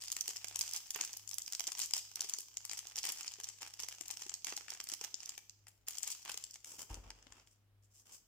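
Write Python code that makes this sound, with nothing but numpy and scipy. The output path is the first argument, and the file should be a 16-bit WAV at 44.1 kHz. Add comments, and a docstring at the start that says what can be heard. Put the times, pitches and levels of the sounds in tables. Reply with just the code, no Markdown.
"""A table in a small room, a two-port microphone close by: hands crinkle a foil card pack and tear it open.
Creases snap and ring their facets over a crackle of tiny flicks; faces of the pouch pop as damped low tones.
Cards slide as a hiss that catches and slips, blows ring the table's modes, and walls return the foil's sound.
A low sine hum wavers underneath, over the faint coloured noise of the room."""
import sys
import numpy as np
from scipy import signal
from scipy.fft import rfft, irfft
from scipy.io import wavfile
from scipy.ndimage import uniform_filter1d

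SR = 44100
rng = np.random.default_rng(int(sys.argv[2]) if len(sys.argv) > 2 else 0)


def transcribe(u):
    """Save the signal u as a 16-bit wav file named by the first command-line argument.

    u: samples, shape (n,) or (channels, n), limited to [-1, 1]; the rate is SR.
    q: integer samples, one column per channel.
    """
    v = np.clip(np.atleast_2d(u).T, -1, 1)
    q = np.round(v * 32767).astype(np.int16)
    wavfile.write(sys.argv[1], SR, q)


N = 364707  # samples

# colour of the foil, with the microphone's peak near 15 kHz on top: f/Hz, level per Hz/dB
FOIL_COLOUR = [(60, -42), (150, -25), (330, -17.5), (600, -18.5), (790, -9), (1500, -13), (2100, -8.5),
               (3150, -3), (3800, -9), (5200, 0.5), (7200, 0), (9300, -7.5), (13500, -13), (15000, -8),
               (16000, -30.5)]


def amp(db):
    """Decibels to gain."""
    return 10 ** (np.asarray(db) / 20)


def unit(x):
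    """Scales to rms 1."""
    return x / np.sqrt(np.mean(x ** 2) + 1e-20)


def read(points, hz):
    """Reads a spectrum table on a log-frequency axis."""
    f, value = np.transpose(points)
    return np.interp(np.log(hz + 1), np.log(f + 1), value)


def follow(rows):
    """The columns of a curve over time, at every sample."""
    s, *columns = np.transpose(rows)
    return [np.interp(np.arange(N) / SR, s, column) for column in columns]


def bins(size):
    """Frequencies of a real FFT, in Hz."""
    return np.fft.rfftfreq(size, 1 / SR)


def peak(hz, centre_hz, width_hz):
    """The bell of a resonance, 1 at its centre."""
    return 1 / (1 + ((hz - centre_hz) / width_hz) ** 2)


def causal(db):
    """Minimum-phase response with these gains: it rings only after the blow."""
    log_gain = np.log(amp(db))
    circle = np.concatenate([log_gain, log_gain[..., -2:0:-1]], -1)
    return np.exp(np.conj(signal.hilbert(circle)))[..., :log_gain.shape[-1]]


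def colour(x, points, size=2048):
    """Filters two channels by a spectrum table."""
    response = irfft(causal(read(points, bins(size))))
    return signal.oaconvolve(x, response[None], axes=1)[:, :N]


def add(mix, s, sound):
    """Mixes a sound in at time s, in seconds."""
    part = mix[:, max(round(s * SR), 0):][:, :sound.shape[-1]]
    part += sound[..., :part.shape[1]]


def worked(rustle, treble, body, split_hz=3000):
    """Plays a rustle with one gain for its treble and one for its body."""
    low = signal.sosfiltfilt(signal.butter(2, split_hz, fs=SR, output="sos"), rustle)
    return treble * (rustle - low) + body * low


def background(hum_hz=101, low_hum_hz=54.4, low_hum_db=-94.5, air_db=-76.5):
    """A wavering low hum and a faint steady one below it, two sines over the noise of the quiet room."""
    # the wavering hum: t/s, rms level/dB
    hum_level = [(0, -76.5), (.24, -84), (.54, -70.5), (.97, -88.5), (1.26, -70.5), (1.55, -88.5),
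                 (2.1, -75), (2.36, -94), (2.6, -75.5), (3.15, -84.5), (3.55, -76), (5.3, -83.5),
                 (5.64, -71), (5.97, -87), (6.3, -80.5), (7.45, -78), (7.8, -68), (8.25, -88)]
    # colour of the quiet room: f/Hz, level per Hz/dB
    air_colour = [(20, -16), (35, -8.5), (48, 0), (75, -14.5), (150, -16.5), (300, -18.5), (1000, -26),
                  (3000, -31), (4000, -33.5), (7000, -40), (10000, -38.5), (16000, -37)]
    t = np.arange(N) / SR
    hum = amp(follow(hum_level)[0]) * np.sin(2 * np.pi * hum_hz * t)
    hum += amp(low_hum_db) * np.sin(2 * np.pi * low_hum_hz * t)
    air = unit(colour(rng.standard_normal((2, N)), air_colour))
    return np.sqrt(2) * hum + amp(air_db) * air  # the root of 2 brings a sine to rms 1


def room(x, tail_db=-9, wall_db=-16, wall_s=.0105, wall_spread_s=0.00016):
    """A reflection from the near wall, and a tail of sparse echoes that dies band by band."""
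    # decay of the room: f/Hz, t60/s
    decay_times = [(200, 0.88), (1000, 0.47), (3000, 0.61), (6000, 0.63), (10000, 0.33), (16000, 0.93)]
    t = np.arange(SR * 3 // 4) / SR
    taps = rng.standard_normal((2, len(t))) * (rng.random((2, len(t))) < .15)
    wall = taps * np.exp(-((t - wall_s) / wall_spread_s) ** 2)
    hz, at, z = signal.stft(taps * (t > .003), SR, nperseg=256)
    fading = z * amp(-60 * at / read(decay_times, hz)[:, None])
    tail = signal.istft(fading, SR, nperseg=256)[1][:, :len(t)]
    echo = amp(tail_db) * tail / np.linalg.norm(tail, axis=1, keepdims=True)
    echo += amp(wall_db) * wall / np.linalg.norm(wall, axis=1, keepdims=True)
    return signal.fftconvolve(x, echo, axes=1)[:, :N]


def shifting_echo(x, count=5, rounds_per_s=2.3):
    """The echo crossfades steadily round several random sets of reflections, so its colour keeps changing."""
    position = count * rounds_per_s * np.arange(N) / SR
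    out = np.zeros((2, N))
    for k in range(count):
        away = abs((position - k) % count - count / 2)
        out += room(x * np.cos(np.pi / 2 * np.minimum(away, 1)))
    return out


def bumps(rattle_db=-15, rattle_s=0.14, rattle_hz=700, chatter_db=5, size=300):
    """Soft blows ring the table's damped modes and briefly rattle what lies on it, as low-passed noise."""
    # blows on the table: t/s, level/dB
    blows = [(6.904, -44), (6.933, -60), (6.974, -53), (7.061, -58.5), (7.1, -65), (7.172, -72),
             (7.301, -67)]
    # modes of the table: f/Hz, level within a blow/dB, t60/s
    modes = [(47.5, -1, 0.55), (59, 1.5, 0.19), (87.4, -5, 0.34), (136, -29, 0.2), (315, -10, 0.11),
             (550, -24, 0.068), (800, -9, 0.082), (897, -6.5, 0.075)]
    t, out = np.arange(SR // 2) / SR, np.zeros((2, N))
    ring = sum(amp(db - 60 * t / t60) * np.sin(2 * np.pi * hz * t) for hz, db, t60 in modes)
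    dull = signal.butter(2, rattle_hz, fs=SR)
    for s, db in blows:
        # contact comes and goes
        chatter = amp(chatter_db * unit(uniform_filter1d(rng.standard_normal(len(t)), size)))
        rattle = unit(signal.lfilter(*dull, chatter * rng.standard_normal((2, len(t)))))
        add(out, s, amp(db) * (amp(rattle_db) * rattle * np.exp(-t / rattle_s) - ring))
    return out


def sliding(catch_db=3.0, size=130):
    """Card rubbing on foil or card: a hiss that catches and slips every few milliseconds."""
    # colour of a sliding card: f/Hz, level per Hz/dB
    card_colour = [(60, -18), (250, -13.5), (580, -16.5), (1000, -13.5), (2000, -19.5), (3100, -10.5),
                   (4000, -18.5), (5200, -3.5), (7250, -2.5), (9400, -11.5), (13000, -14.5), (15000, -12),
                   (16000, -23)]
    catch = amp(catch_db * unit(uniform_filter1d(rng.standard_normal(N), size)))
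    return unit(colour(catch * rng.standard_normal((2, N)), card_colour))


def strokes(rows, rise_s, fall_s):
    """Power of the treble and of the body over time: each stroke of the fingers builds, holds and lets go."""
    t, power = np.arange(SR // 2) / SR, np.zeros((2, N))
    for start, length, db, body in rows:
        build = np.sin(np.pi / 2 * np.minimum(t / rise_s, 1)) ** 2
        push = build * np.exp(-np.maximum(t - length, 0) / fall_s)
        add(power, start, (amp([[db], [db + body]]) * push) ** 2)
    return power


def effort(grip_body_db=2):
    """How hard the foil is worked, as gains of treble and body: squeezes on top of the steady grip."""
    # squeezes and pulls, each a burst of crackle:
    # start t/s, length/s, treble gain/dB, body of the whole pack relative to the treble/dB
    squeezes = [(0, .06, -49, -29), (.275, .025, -45, -7), (.44, .13, -60.5, 4.5), (.616, .11, -52, -0.5),
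                (.733, .04, -43.5, -1), (.94, .06, -55, 11), (1.003, .04, -47, 0), (1.05, .14, -57, -1.5),
                (1.668, .02, -50, 4.5), (1.765, .035, -49, 1), (1.795, .042, -39, -22),
                (1.936, .05, -42, -5), (2.165, .035, -57, 7), (2.205, .06, -51, 3), (2.275, .05, -60, 8),
                (2.335, .08, -54.5, -5), (2.69, .1, -51.5, -6), (2.958, .04, -50, 3),
                (3.035, .065, -42, 3.5), (3.11, .2, -54, 1), (3.43, .07, -57.5, 4), (3.6, .07, -54, 6),
                (3.795, .05, -53, -5), (3.89, .05, -56.5, 2), (4.05, .04, -62, 10.5), (4.1, .025, -50.5, 3),
                (4.19, .05, -51.5, -2), (4.275, .06, -62, 12), (4.46, .07, -49, 5), (4.555, .06, -55, -6),
                (4.69, .06, -55, 10), (4.895, .05, -52, 2), (5.01, .05, -53, 6.5), (5.2, .15, -62, 6.5),
                (5.668, .025, -70, 12), (5.864, .11, -54, -2.5), (6.02, .05, -52, -0.5),
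                (6.06, .04, -48, 2.5), (6.105, .025, -45, -20), (6.245, .03, -56, 14),
                (6.275, .04, -46.5, 6), (6.53, .012, -53, -15)]
    # the pack merely held: t/s, treble gain/dB
    held = [(0, -57), (1.1, -60), (1.25, -66), (1.7, -60), (2.1, -64), (2.55, -64), (2.8, -59), (3.7, -63),
            (4.1, -60), (4.4, -66), (5.37, -67), (5.45, -83), (5.85, -84), (5.9, -61), (6.42, -62),
            (6.6, -74), (7.0, -88), (7.5, -100)]
    grip = amp(follow(held)[0] + np.array([[0], [grip_body_db]]))
    return np.sqrt(strokes(squeezes, rise_s=0.0073, fall_s=.014) + grip ** 2)


def body_share(hz, full_hz=1900, none_hz=4600):
    """The pack as a whole radiates the low range, single facets the high."""
    return read([(full_hz, 1), (none_hz, 0)], hz)


def flicks(count, decay_s, scatter, build_up_s=0.0003107, likeness=0.58, lag_s=.00005, size=1024):
    """Spectra of clicks at both ports: a sharp impulse amid bending waves scattered by the creases."""
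    t = np.arange(size) / SR
    paths = rng.standard_normal((count, 3, size))
    waves = paths[:, :2] + likeness * paths[:, 2:]  # the third path is common to both ports
    waves *= np.exp(-t / decay_s) * (1 - np.exp(-t / build_up_s))
    waves *= scatter / np.linalg.norm(waves, axis=-1, keepdims=True)
    # the sound reaches the left port first
    lag = lag_s * (.5 + rng.random((count, 1, 1))) * np.array([[0], [1]])
    delay = -2j * np.pi * bins(size)
    return (rfft(waves) + np.exp(delay * build_up_s)) * np.exp(delay * lag)


def crackle(per_s=1100, firm_db=-50, quickening=.7, spread_db=5.5, ring_db=6, ring_width_hz=600,
            count=90, size=1024):
    """Tiny creases and the tearing seam: a train of flicks from many facets, a few of them large."""
    hz, out = bins(size), np.zeros((2, N))
    # sparse ticks when held, a dense rip when pulled
    rate = per_s * (effort()[0] / amp(firm_db)) ** quickening
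    sizes = amp(spread_db * np.minimum(rng.exponential(1, N), 4))
    sizes *= rng.random(N) < rate / SR
    # the work done is shared among the creases
    sizes /= np.sqrt(abs(uniform_filter1d(sizes ** 2, size=2000)) + 1e-4)
    facet = rng.integers(0, count, N)
    shape = ring_db * peak(hz, rng.uniform(3200, 9000, (count, 1)), ring_width_hz)
    shape += 3.9 * rng.standard_normal((count, 1)) * body_share(hz)  # dB
    ticks = irfft(flicks(count, decay_s=0.0018, scatter=2.4) * causal(shape)[:, None])
    for at in np.flatnonzero(sizes):
        add(out, at / SR, sizes[at] * ticks[facet[at]])
    return unit(out)


def handling(crackle_db=-1, dull_hz=9000, dull_db=-3):
    """Crackle, its top dulled, follows the work of the fingers; the hiss of card follows each slide."""
    # cards and the empty pouch sliding:
    # start t/s, length/s, treble gain/dB, body relative to the treble/dB
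    slides = [(6.65, 0.099, -54.5, 3), (6.78, 0.029, -50, 7.5), (6.89, 0.061, -61.5, 17),
              (7.03, 0.062, -74.5, 23.5), (7.15, 0.26, -78.5, 20), (7.31, 0.092, -75, 21.5),
              (7.46, 0.023, -72, -3), (7.5, 0.024, -73, 2), (7.82, 0.028, -76, -9), (7.9, .04, -76, -10),
              (7.935, 0.069, -66, -4), (8.05, 0.027, -65, 8.5), (8.085, .03, -63.5, 9.5),
              (8.115, 0.032, -55, -2)]
    fine = worked(unit(colour(crackle(), FOIL_COLOUR)), amp(dull_db), 1, dull_hz)
    foil = worked(fine, *effort())
    slide_gains = np.sqrt(strokes(slides, rise_s=0.011, fall_s=0.026))
    cards = worked(sliding(), *slide_gains)
    return amp(crackle_db) * foil + cards


def flexes(level_db=-2.0, decay_s=0.004, rise_s=0.00064, overtone=1.95, overtone_db=-6, side_db=-7):
    """A whole face of the pouch flips over with a dull pop: a few low cycles, damped by the fingers."""
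    # flips between the fingers: t/s, level before level_db/dB, pitch f/Hz
    flips = [(0.287, -49, 424), (.958, -46.5, 438), (1.677, -55, 323), (2.243, -55.5, 422),
             (2.385, -55, 423), (3.386, -55, 422), (3.833, -55.5, 431), (4.008, -51.5, 342),
             (4.263, -51, 356), (4.524, -50.5, 430), (4.922, -52, 320), (5.012, -51, 442), (5.14, -56, 320),
             (6.343, -53.5, 438), (6.739, -57, 417), (6.786, -57.5, 276), (7.266, -56, 262)]
    t, out = np.arange(SR // 10) / SR, np.zeros((2, N))
    fade = np.exp(-t / decay_s) * (1 - np.exp(-t / rise_s))
    fade /= fade.max()
    for (s, db, hz), (detune, side) in zip(flips, rng.standard_normal((len(flips), 2))):
        phase = 2 * np.pi * hz * t
        pop = np.sin(phase) + amp(overtone_db) * np.sin(phase * (overtone + 0.21 * detune))
        ports = 1 + amp(side_db) * side * np.array([[1], [-1]])
        add(out, s, amp(db + level_db) * pop * fade * ports)
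    return out


def small_snaps(count=80, crowding=.6, above_db=6, ceiling_db=-44, spread_db=2,
                body_spread_db=6, edge_db=2, edge_spread_db=5):
    """Further creases give way at random, oftener and louder the harder the foil is worked; rows for snaps()."""
    hard = effort()[0]
    work = np.cumsum(hard ** crowding)
    when, facet, size, body, edge = np.transpose(rng.random((count, 5)))
    at = np.searchsorted(work / work[-1], (np.arange(count) + when) / count)
    db = np.minimum(20 * np.log10(hard[at]) + above_db, ceiling_db) + spread_db * (2 * size - 1)
    ring_hz = 5400 + 1700 * facet
    body_level = body_spread_db * (2 * body - 1)
    edge_level = edge_db + edge_spread_db * (2 * edge - 1)
    return np.transpose([at / SR, db, ring_hz, body_level, edge_level])


def first_slips(rows, lead_s=.0028, weaker_db=-15, above_grip_db=4):
    """A crease under pressure slips a little just before it snaps through; rows for snaps()."""
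    s, db, *tone = np.transpose(rows)
    pressure_db = 20 * np.log10(effort()[0][(s * SR).astype(int)])
    slip_s = s - lead_s * (.5 + rng.random(len(rows)))
    slip_db = np.minimum(db + weaker_db, pressure_db + above_grip_db)
    return np.transpose([slip_s, slip_db, *tone])


def ring_rms(spectra, hz):
    """Rms that short sounds have in the foil's ringing band, 4 to 9 kHz, over 4 ms."""
    band = (hz > 4000) & (hz < 9000)
    power = (abs(spectra) ** 2 * band).mean((-2, -1), keepdims=True)
    return np.sqrt(power / (.004 * SR))


def snaps(rows, body_db=-2.0, edge_db=-1.0, ring_db=6, ring_width_hz=520, panel_db=6, panel_width=0.033,
          pan_spread_db=5, size=1024):
    """Each crease pops through and rings its own facet for a few cycles, with the wider panel around it."""
    s, db, ring_hz, body, edge = np.transpose(rows)[..., None]
    hz, out = bins(size), np.zeros((2, N))
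    panel_hz = 600 * 4 ** rng.random((len(rows), 1))
    shape = read(FOIL_COLOUR, hz) + (body + body_db) * body_share(hz)
    shape += (edge + edge_db) * read([(7500, 0), (10000, 1)], hz)
    shape += ring_db * peak(hz, ring_hz, ring_width_hz)
    shape += panel_db * peak(hz, panel_hz, panel_width * panel_hz)
    # a random level difference between the ports for each snap
    pan = pan_spread_db * rng.standard_normal((len(rows), 1))
    ports = amp(pan * np.array([.5, -.5]))[..., None]
    spectra = flicks(len(rows), decay_s=0.002, scatter=1.54) * causal(shape)[:, None] * ports
    pops = irfft(spectra / ring_rms(spectra, hz)) * amp(db)[..., None]
    for at, pop in zip(s[:, 0], pops):
        add(out, at, pop)
    return out


def scene():
    """Foil, cards and table close by, with the foil and cards heard again off the walls."""
    # snaps that stand out from what surrounds them, loud ones and faint isolated ones:
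    # t/s, level in the ringing band/dB, ring of the facet f/Hz,
    # body of the whole pack before body_db/dB, sharp edge before edge_db/dB
    clear_snaps = [(.0818, -41.5, 5100, 0.5, 1), (.1015, -44, 6120, 5.5, 5), (.1178, -33.5, 6570, -19, 5),
                   (.125, -38, 7580, -3.5, 6), (.1659, -36.5, 6520, 5.5, 6), (.2093, -30, 6050, -20, 1.5),
                   (.258, -48.5, 6100, 6, 1), (.279, -35, 6260, -6, 5), (.2911, -38.5, 7150, -7, -2),
                   (.362, -42, 5750, 0, 2), (.368, -39, 5300, -5.5, -8), (.4442, -37, 7300, 6.5, 1),
                   (.4835, -41.5, 7100, -2, 1), (.5585, -33, 6440, 2.5, 7), (.5909, -34.5, 7300, -3.5, 6.5),
                   (.6102, -30, 4860, -7.5, -2), (.6145, -34, 7200, -5.5, -2), (.66, -48, 5800, -4, 2),
                   (.678, -41.5, 6160, -0.5, -3), (.735, -35.5, 5300, -14, 6.5),
                   (.7626, -36.5, 6230, -22, 8), (.9059, -35.5, 7340, -12, 3.5),
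                   (.9465, -35.5, 6400, -6, -6), (.9599, -44, 5770, 21, 14), (1.0018, -51, 5700, 18, -1),
                   (1.0107, -29.5, 6550, 0, -1.5), (1.0492, -38, 6850, -9, 5), (1.131, -42, 5100, -18, 4),
                   (1.1702, -43, 6100, -22, 9.5), (1.2762, -43.5, 6700, -10, 2),
                   (1.2914, -42, 5800, -21, 4), (1.3124, -42.5, 5500, 2.5, 8),
                   (1.3324, -41.5, 5530, -1, -8), (1.342, -38.5, 7240, -24.5, 10),
                   (1.3833, -34.5, 7100, -3, 6.5), (1.419, -40, 6750, -23.5, -2),
                   (1.4621, -43, 5940, -11, -4), (1.4784, -40.5, 5100, 2.5, 1), (1.5236, -38, 6540, -4, 6),
                   (1.533, -37, 5700, -0.5, -3), (1.5496, -36, 5240, -5.5, -3), (1.5955, -34, 5760, 1.5, 0),
                   (1.6056, -36, 5870, 8.5, 7), (1.6398, -43.5, 6000, 1, 0), (1.6696, -36, 7400, -6.5, -5),
                   (1.675, -34, 6200, -5, 0), (1.7194, -37, 5000, -1, 2.5), (1.751, -43, 5860, 3.5, -6),
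                   (1.792, -38, 6550, 6, 11), (1.8167, -34, 5760, -14, 1), (1.8317, -38.5, 6340, 3.5, -9),
                   (1.8593, -43, 6200, -28, 8), (1.9091, -41, 7200, 0, 2), (1.936, -26.5, 5160, -2.5, -1.5),
                   (1.9657, -37.5, 6700, 6, 4.5), (1.98, -38.5, 7100, -2, 5), (2.115, -51, 5960, 9, 4),
                   (2.1571, -37.5, 5600, -4, 6), (2.207, -30.5, 5700, -10, 1), (2.2178, -43, 6100, 7, 4),
                   (2.244, -46, 5900, 1, 5), (2.2896, -44, 5700, -5, 5), (2.2957, -35.5, 7140, -6.5, 4.5),
                   (2.3365, -31.5, 6340, -19.5, -8), (2.386, -39, 6860, -20, 2.5),
                   (2.4051, -46, 7000, -3, 13.5), (2.5702, -35, 7060, -8, -5.5), (2.6511, -40, 7000, -3, 4),
                   (2.6955, -39.5, 5800, -1.5, -10), (2.713, -39.5, 6100, 7, -2),
                   (2.733, -41, 6240, 7.5, 5), (2.7768, -46, 6050, -16, 6), (2.7897, -39, 6050, -5, -2),
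                   (2.87, -43.5, 6340, -1, 3.5), (2.9584, -38.5, 5770, 1.5, -1), (2.9672, -43, 6300, 2, 7),
                   (2.9802, -37, 5060, 3, -11), (2.987, -35.5, 4900, -10.5, 2),
                   (3.0313, -38, 5100, -5.5, -2), (3.0526, -37.5, 5640, -6, 5.5),
                   (3.0897, -38, 5800, -9, 8), (3.1212, -42, 6800, -10, 10), (3.1852, -46.5, 7050, 0, -1),
                   (3.2088, -41.5, 7200, 6, 1), (3.2313, -43, 6250, -17, -9),
                   (3.2788, -35.5, 4800, -5.5, -20), (3.3379, -43.5, 6650, -6, -6),
                   (3.4005, -44, 6400, 6.5, 4), (3.4357, -43, 5770, -3, 1), (3.4425, -38.5, 6200, -14, -3),
                   (3.488, -41.5, 6400, -16, -3), (3.6209, -46, 5300, 11, 6), (3.6298, -43.5, 5370, 12, -2),
                   (3.7384, -47, 5600, -2, 4), (3.7946, -42, 5230, 2.5, -11), (3.8009, -39, 5500, 1, 0),
                   (3.8341, -38, 5860, 2, -3), (3.886, -40.5, 5200, 3, 6.5), (3.9253, -49, 5950, 10, 4),
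                   (4.01, -39, 6700, 3, 1.5), (4.081, -43, 6140, -9.5, 7), (4.1037, -42.5, 6600, 5, -4),
                   (4.1104, -37.5, 6800, -10, 3), (4.1708, -42.5, 5600, 1.5, 2),
                   (4.221, -45.5, 4800, 9, -24), (4.265, -47.5, 6100, 7, -3), (4.2944, -38.5, 6640, -8, -8),
                   (4.34, -35.5, 6450, -17.5, -4.5), (4.4456, -35, 5700, -3, 1), (4.4689, -40, 6360, 12, 1),
                   (4.4833, -47, 5740, 16, 1), (4.5244, -47.5, 5900, 23.5, -7),
                   (4.5662, -36.5, 6700, -19.5, -2), (4.5759, -42.5, 4160, 7, -2),
                   (4.609, -54.5, 5600, 22, -10), (4.6827, -49.5, 5000, 16, -4),
                   (4.7035, -38.5, 5400, -4, 1), (4.7366, -43.5, 7060, -25, -3),
                   (4.8016, -39.5, 5650, 5.5, -2), (4.8105, -47, 6060, 8.5, -11),
                   (4.84, -45.5, 8400, -16.5, 10.5), (4.8708, -48, 7160, 7, -1), (4.8884, -40, 5600, -3, 2),
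                   (4.898, -44.5, 6400, 6, 7), (4.9176, -39, 7600, -4, -6), (4.937, -36, 7300, -6, 2),
                   (5.0121, -39, 5870, 4, -1), (5.0403, -42, 6000, 8, 6.5), (5.0462, -38.5, 7100, 2.5, -3),
                   (5.1427, -34.5, 5200, -9.5, -15), (5.2039, -46, 5500, 0, -5),
                   (5.2314, -46.5, 6600, 4, 0), (5.2581, -41.5, 5940, -14.5, 0),
                   (5.2925, -38, 7400, -8, -1), (5.3784, -44, 6260, 8.5, 6), (5.4957, -47, 5900, -9, -7.5),
                   (5.6691, -56, 6300, 10, 2), (5.6832, -57, 7300, -5, 13.5), (5.8773, -53, 5600, 9, -3),
                   (5.884, -36, 7040, 0, 8), (5.9075, -46.5, 6500, -4, 9), (5.9834, -37.5, 7400, -5.5, 3.5),
                   (6.031, -34, 6450, -12, 2), (6.076, -38, 6950, -18, 7), (6.1023, -42.5, 5700, 0.5, 9),
                   (6.117, -40, 6440, -33.5, 4), (6.251, -52, 6300, 11.5, 12.5),
                   (6.2951, -48.5, 5200, 17, 15), (6.3158, -50, 6700, 0, 1), (6.3423, -41, 6160, -2, -1),
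                   (6.375, -38, 6560, 2, 3), (6.4394, -40, 7700, -9, -2), (6.5096, -49, 5950, -23, 0),
                   (6.557, -50, 6760, 6.5, -2), (6.6452, -46, 5900, 3, 0), (6.7929, -52.5, 5630, 11.5, 12),
                   (6.8188, -46, 7600, -7, 5.5), (6.943, -44.5, 6460, 0, 0), (7.1039, -45.5, 5100, 13, -7),
                   (7.226, -59.5, 5500, 9, -11), (7.2687, -60, 3480, 16, -13), (7.3228, -52, 7300, 10, -7),
                   (7.398, -62, 5000, 11, -16), (7.473, -63.5, 3300, 4, -4)]
    creases = np.vstack([clear_snaps, first_slips(clear_snaps), small_snaps()])
    pack = snaps(creases) + handling() + flexes()
    return pack + shifting_echo(pack) + bumps() + background()


def record(dry, low_cut_hz=35, edge_hz=16400, size=511):
    """A low cut; close ports hear the bass alike, and each has its own resonance; then the band limit."""
    # the microphone ports: f/Hz, left over right level/dB
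    port_balance = [(100, 1.5), (3500, -0.5), (5200, -2.5), (6300, -3.5), (7300, 8.5), (8700, 6),
                    (10500, 2.5), (13000, -1), (15000, -2)]
    # width of the image: f/Hz, side level/dB
    image_width = [(40, -9), (130, -3), (500, -5.5), (1000, -3), (2000, -0.5), (4000, 0)]
    hz = bins(N)
    low_cut = signal.butter(4, low_cut_hz, "high", fs=SR, output="sos")
    left, right = rfft(signal.sosfilt(low_cut, dry))
    mid = (left + right) / 2
    side = (left - right) / 2 * np.clip(amp(read(image_width, hz)), 0, 1)
    resonances = amp(read(port_balance, hz) * np.array([[.5], [-.5]]))
    ports = np.array([mid + side, mid - side]) * resonances
    low_pass = signal.firwin(size, edge_hz, window=("kaiser", 9), fs=SR)
    return signal.oaconvolve(irfft(ports, N), low_pass[None], "same", axes=1)


dry = scene()
out = record(dry)
transcribe(out)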